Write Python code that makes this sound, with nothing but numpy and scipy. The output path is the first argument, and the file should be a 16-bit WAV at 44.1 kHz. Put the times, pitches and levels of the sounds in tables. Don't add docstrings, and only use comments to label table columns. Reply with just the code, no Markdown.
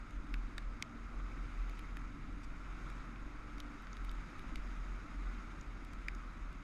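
import sys
import numpy as np
from scipy import signal
from scipy.io import wavfile
from scipy.ndimage import uniform_filter1d

SR = 44100
rng = np.random.default_rng(int(sys.argv[2]) if len(sys.argv) > 2 else 0)


def inscribe(sig):
    pcm = np.round(np.clip(np.atleast_2d(sig).T, -1, 1) * 32767)
    wavfile.write(sys.argv[1], SR, pcm.astype(np.int16))


N = 292383


def gain_of(db):
    return 10 ** (np.asarray(db) / 20)


def evened(x):
    return x / np.sqrt(np.mean(x ** 2) + 1e-20)


def curves(rows):
    start_s, *columns = np.transpose(rows)
    t = np.arange(N) / SR
    return [np.interp(t, start_s, column) for column in columns]


def ring(x, modes):
    out = np.zeros(len(x))
    for k, (pitch_hz, width_hz, level_db) in enumerate(modes):
        pole = np.exp((2j * np.pi * pitch_hz - np.pi * width_hz) / SR)
        mode = signal.lfilter([1 - abs(pole)], [1, -pole], x).imag
        out += (-1) ** k * gain_of(level_db) * mode
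    return out


def drift(size):
    once = uniform_filter1d(rng.standard_normal(N), size)
    return evened(uniform_filter1d(once, size))


def air(shape, size, patchy_db, flicker_db):
    hz = np.fft.rfftfreq(size, 1 / SR)
    frames = 4 * N // size + 5
    real, imag, patches = rng.standard_normal((frames, len(hz), 3)).T
    patches = uniform_filter1d(patches, size=9, axis=0)
    patches = evened(uniform_filter1d(patches, size=9, axis=1))
    flicker = evened(uniform_filter1d(rng.standard_normal(frames), size=3))

    shape_hz, shape_db = np.transpose(shape)
    colour_db = np.interp(np.log(hz + 1), np.log(shape_hz + 1), shape_db, left=-90, right=-90)[:, None]
    level_db = colour_db + patchy_db * patches + flicker_db * flicker
    spectra = (real + 1j * imag) * gain_of(level_db)
    _, noise = signal.istft(spectra, nperseg=size, noverlap=3 * size // 4)
    return evened(noise[:N])


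# [dB rms, before its wavering]
MOUNT_LEVEL = [(0, -45), (.08, -57), (.18, -38), (.27, -60), (.33, -36), (.56, -49), (.68, -40), (.8, -57),
               (.96, -56), (1.02, -41), (1.11, -46.5), (1.16, -43.5), (1.27, -40.5), (1.49, -48.5),
               (1.61, -36.5), (1.8, -47), (2.08, -42), (2.18, -60), (2.3, -45.5), (2.5, -50), (2.87, -46.5),
               (3.27, -48.5), (3.39, -53.5), (3.58, -47), (3.87, -56), (4.03, -41), (4.17, -42.5),
               (4.27, -53.5), (4.4, -54.5), (4.62, -45), (4.9, -40.5), (5.11, -53), (5.17, -43),
               (5.3, -40.5), (5.46, -51), (5.9, -47), (6.15, -44), (6.34, -51), (6.43, -43), (6.63, -55)]
# [Hz, before its wander]
MOUNT_PITCH = [(0, 43.7), (.35, 39.7), (.7, 39.8), (.95, 44), (1.55, 40.35), (2.9, 42.5), (3.6, 43.6),
               (4.0, 41.2), (5.2, 42.4), (5.7, 41), (6.63, 39.5)]
MOUNT_WANDER_HZ = 0.81


def boom():
    (level_db,), (pitch_hz,) = curves(MOUNT_LEVEL), curves(MOUNT_PITCH)
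    pitch_hz = pitch_hz + MOUNT_WANDER_HZ * drift(size=3000)
    level = gain_of(level_db + 1.75 * drift(size=1500))
    swing = np.sin(2 * np.pi * np.cumsum(pitch_hz) / SR)
    return np.sqrt(2) * level * swing


# start_s [s], firing_rate [firings per s], throttle [0-1]
ENGINE_SPEED = [(0, 21.0, .8), (.4, 20.95, .85), (.6, 21.15, .85), (1.15, 21.25, .8), (1.5, 21.55, .75),
                (1.9, 21.85, .8), (2.1, 22.2, .8), (2.5, 22.45, .85), (2.85, 22.6, .85), (3.05, 22.85, .85),
                (3.45, 23.0, .85), (3.65, 22.3, .6), (4.2, 22.0, .6), (4.6, 21.2, .45), (5.15, 20.75, .65),
                (5.5, 20.5, .7), (6.1, 20.6, .7), (6.63, 20.4, .7)]
# [dB, before its wavering]
EXHAUST_LEVEL = [(0, -59), (.41, -58.5), (.7, -63.5), (1.05, -59.5), (1.35, -55.5), (1.6, -63.5),
                 (2.28, -56), (2.7, -63.5), (3.2, -54.5), (3.45, -62.5), (3.6, -55), (3.93, -62),
                 (4.34, -62), (4.51, -57), (4.8, -66.5), (5.05, -58), (5.2, -62.5), (5.48, -60.5),
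                 (5.7, -65.5), (5.9, -57.5), (6.63, -62.5)]
# [dB, relative]
EXHAUST_PIPE = [(163, 8.4, -10), (187.6, 8.8, -7), (234.4, 8.8, 3.5), (293.8, 14.2, 1), (343, 13, -20.5)]
# [dB peak at full throttle, before wavering]
ENGINE_ORDERS = [(4, -65), (5, -64), (6, -66), (7, -69)]
EXHAUST_WAVER_DB = 1.5


def engine():
    (firing_rate, throttle), (level_db,) = curves(ENGINE_SPEED), curves(EXHAUST_LEVEL)
    firings = np.cumsum(firing_rate * (1 + .004 * drift(size=2000))) / SR
    blows = np.diff(np.floor(firings), prepend=0) * gain_of(1.8 * drift(size=600))
    gas_swell = 0.57 + np.exp(-(firings % 1) / 0.35)
    gas = gas_swell * rng.standard_normal(N)

    exhaust = throttle * evened(ring(blows, EXHAUST_PIPE))
    exhaust = exhaust + np.sqrt(1 - throttle ** 2) * evened(ring(gas, EXHAUST_PIPE))

    orders = np.zeros(N)
    for order, order_db in ENGINE_ORDERS:
        order_level = gain_of(order_db + 2.5 * drift(size=3000))
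        orders += order_level * np.cos(2 * np.pi * order * firings)
    exhaust_level = gain_of(level_db + EXHAUST_WAVER_DB * drift(size=1600))
    return exhaust_level * exhaust + throttle * orders


# [dB, road rumble]
WIND_LEVELS = [(0, -59.5, -64.5, -58.5), (.48, -59, -63.5, -59), (.87, -58.5, -64.5, -58),
               (1.18, -57.5, -63, -57.5), (1.6, -57.5, -61.5, -57.5), (2.2, -59.5, -64, -55.5),
               (2.53, -59.5, -63.5, -57), (2.9, -55.5, -60, -54.5), (3.16, -57.5, -64, -60.5),
               (3.9, -57, -62.5, -60.5), (4.3, -56.5, -61, -54.5), (4.6, -56.5, -61, -57),
               (5.04, -57, -62, -57.5), (5.42, -57, -61, -56), (5.8, -59, -63.5, -57.5),
               (6.1, -57.5, -63, -58.5), (6.63, -59, -64.5, -58.5)]
# [dB per Hz, relative]
BUFFET_COLOUR = [(5, -17), (12, 5.5), (30, 0), (48, -4.5), (57, -3.5), (66, -12), (80, -52)]
BUFFET_DB = -51.5
# [dB per Hz, relative]
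RUMBLE_COLOUR = [(50, -26), (66, 4.5), (120, -0.5), (200, 1), (330, -5.5), (450, -22)]
# [dB per Hz, relative]
RUSH_COLOUR = [(190, -36), (330, 1), (411, -9.5), (462, -7.5), (766, -8), (961, -7), (1150, -1), (1370, 1),
               (1700, -11), (1900, -10), (2470, -25.5), (4180, -120)]
# pitch_hz [Hz], width_hz [Hz], level_db [dB against the rush]
CASE_AIR = [(1299, 45, -11)]
# [dB per Hz, relative]
HISS_COLOUR = [(880, -35), (1500, -2), (1820, -7), (2100, -1), (2380, -3.5), (2850, -11.5), (3370, -15),
               (3730, -11.5), (4320, -19.5), (4850, -16), (5900, -21.5), (6590, -16.5), (7290, -24.5),
               (12600, -36.5), (12950, -60)]


def wind():
    rush_db, hiss_db, rumble_db = curves(WIND_LEVELS)
    buffet = gain_of(BUFFET_DB) * air(BUFFET_COLOUR, size=8192, patchy_db=2.5, flicker_db=1.5)
    rumble = gain_of(rumble_db) * air(RUMBLE_COLOUR, size=4096, patchy_db=0.55, flicker_db=0.4)

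    hollow = ring(ring(rng.standard_normal(N), CASE_AIR), CASE_AIR)
    hollow = gain_of(CASE_AIR[0][2]) * evened(hollow)
    rush = air(RUSH_COLOUR, size=1024, patchy_db=0.99, flicker_db=0.5)
    rush = gain_of(rush_db) * (rush + hollow)
    hiss = gain_of(hiss_db) * air(HISS_COLOUR, size=512, patchy_db=1.0, flicker_db=0.74)
    return buffet + rumble + rush + hiss


# [dB, relative]
CASE_MODES = [(1170, 170, -4), (1570, 240, 5), (1856, 460, 2), (2350, 370, 7), (2974, 235, 5.5),
              (3130, 590, 4), (3746, 200, 4), (4586, 590, 0), (5950, 870, 1.5), (6810, 360, 0),
              (8100, 1200, -3.5), (10500, 3900, -5), (10900, 1300, 0), (13070, 610, -7.5)]
CONTACT_S = 0.0023


def tick(levels_db, spots_hz, rattle):
    t = np.arange(len(rattle)) / SR
    strike = t == 0
    force = strike + .11 * rattle * np.exp(-(t / CONTACT_S) ** 2)
    banks = CASE_MODES[4:10], CASE_MODES[:4], CASE_MODES[10:]
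    out = np.zeros(len(t))
    for modes, level_db, spot_hz in zip(banks, levels_db, spots_hz):
        favoured = [(hz, width, db - 13 * abs(np.log2(hz / spot_hz))) for hz, width, db in modes]
        part = ring(force, favoured)
        part *= 1 - np.exp(-t * spot_hz / 1.2)
        out += gain_of(level_db) * part / abs(part).max()
    return out


# start_s [s], tick_level_db [dB], tick_pitch_hz [Hz],
# knock_level_db [dB], knock_pitch_hz [Hz], sizzle_level_db [dB], sizzle_pitch_hz [Hz]
GRAINS = [(0.1077, -59, 3700, -50, 1940, -62, 7650), (0.3406, -42.5, 3340, -34.5, 2310, -52, 10600),
          (0.5804, -37, 3700, -36, 1800, -46, 8050), (0.8242, -29, 4540, -30, 2300, -39.5, 8060),
          (1.696, -51.5, 3540, -46, 2370, -55, 11270), (1.7921, -49.5, 3170, -46.5, 2070, -51.5, 10100),
          (1.9692, -49, 3180, -40, 1530, -51.5, 12100), (2.901, -59, 3690, -43, 1519, -57, 7530),
          (3.1587, -57, 3066, -48.5, 2080, -80, 7520), (3.5815, -52, 3760, -48, 2293, -60, 10700),
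          (3.6018, -39.5, 3480, -49, 2480, -48.5, 10100), (3.822, -65, 4960, -55, 2296, -60, 11000),
          (3.8694, -54, 3060, -43.5, 1630, -80, 7700), (3.9302, -45, 5570, -58, 1980, -76, 7720),
          (3.9682, -48, 3920, -46, 1520, -61, 11000), (4.0476, -53, 3205, -48, 1603, -52, 10500),
          (4.0931, -46.5, 3220, -64, 1630, -64, 8890), (4.114, -53, 3355, -49, 2053, -53, 9000),
          (4.3934, -49.5, 3450, -46, 2115, -55, 11350), (4.5572, -39, 3430, -40, 2270, -48.5, 8190),
          (5.611, -47.5, 6700, -66, 1756, -61, 7520), (5.849, -56, 3560, -64, 1608, -55, 9400),
          (5.9335, -54, 3595, -52, 2220, -54, 7840), (6.0836, -38.5, 4500, -26.5, 1948, -48.5, 9460),
          (6.1493, -50, 6350, -59, 1570, -62, 8210), (6.5286, -55.5, 3672, -62, 1570, -63, 7650)]
DUST_PER_S, DUST_DB = 9, -97


def grit():
    grains = np.zeros(N + 600)
    rattles = rng.standard_normal((len(GRAINS), 500))
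    for (start_s, *settings), rattle in zip(GRAINS, rattles):
        start = round(start_s * SR)
        grains[start:start + 500] += tick(settings[0::2], settings[1::2], rattle)

    dust_level = gain_of(1.8 * np.minimum(rng.exponential(1, N), 3))
    landings = dust_level * (rng.random(N) < DUST_PER_S / SR)
    dust = gain_of(DUST_DB) * evened(ring(landings, CASE_MODES[5:12]))
    wall = signal.butter(3, [700, 13600], "bandpass", fs=SR, output="sos")
    return signal.sosfilt(wall, grains[:N] + dust)


# centre_s [s], level_db [dB], half_length_s [s]
SAND_PUFFS = [(2.442, -63, 0.011)]


def spray():
    t = np.arange(N) / SR
    swell = np.zeros(N)
    for centre_s, level_db, half_length_s in SAND_PUFFS:
        swell += gain_of(level_db) * np.exp(-((t - centre_s) / half_length_s) ** 4)
    return swell * evened(ring(rng.standard_normal(N), CASE_MODES[3:11]))


def scene():
    mix = boom() + engine() + wind() + grit() + spray()
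    return mix[None]


EDGE_HZ = 15300


def record(dry):
    lowpass = signal.firwin(511, EDGE_HZ, window=("kaiser", 9), fs=SR)
    return signal.oaconvolve(dry, lowpass[None], "same")


dry = scene()
out = record(dry)
inscribe(out)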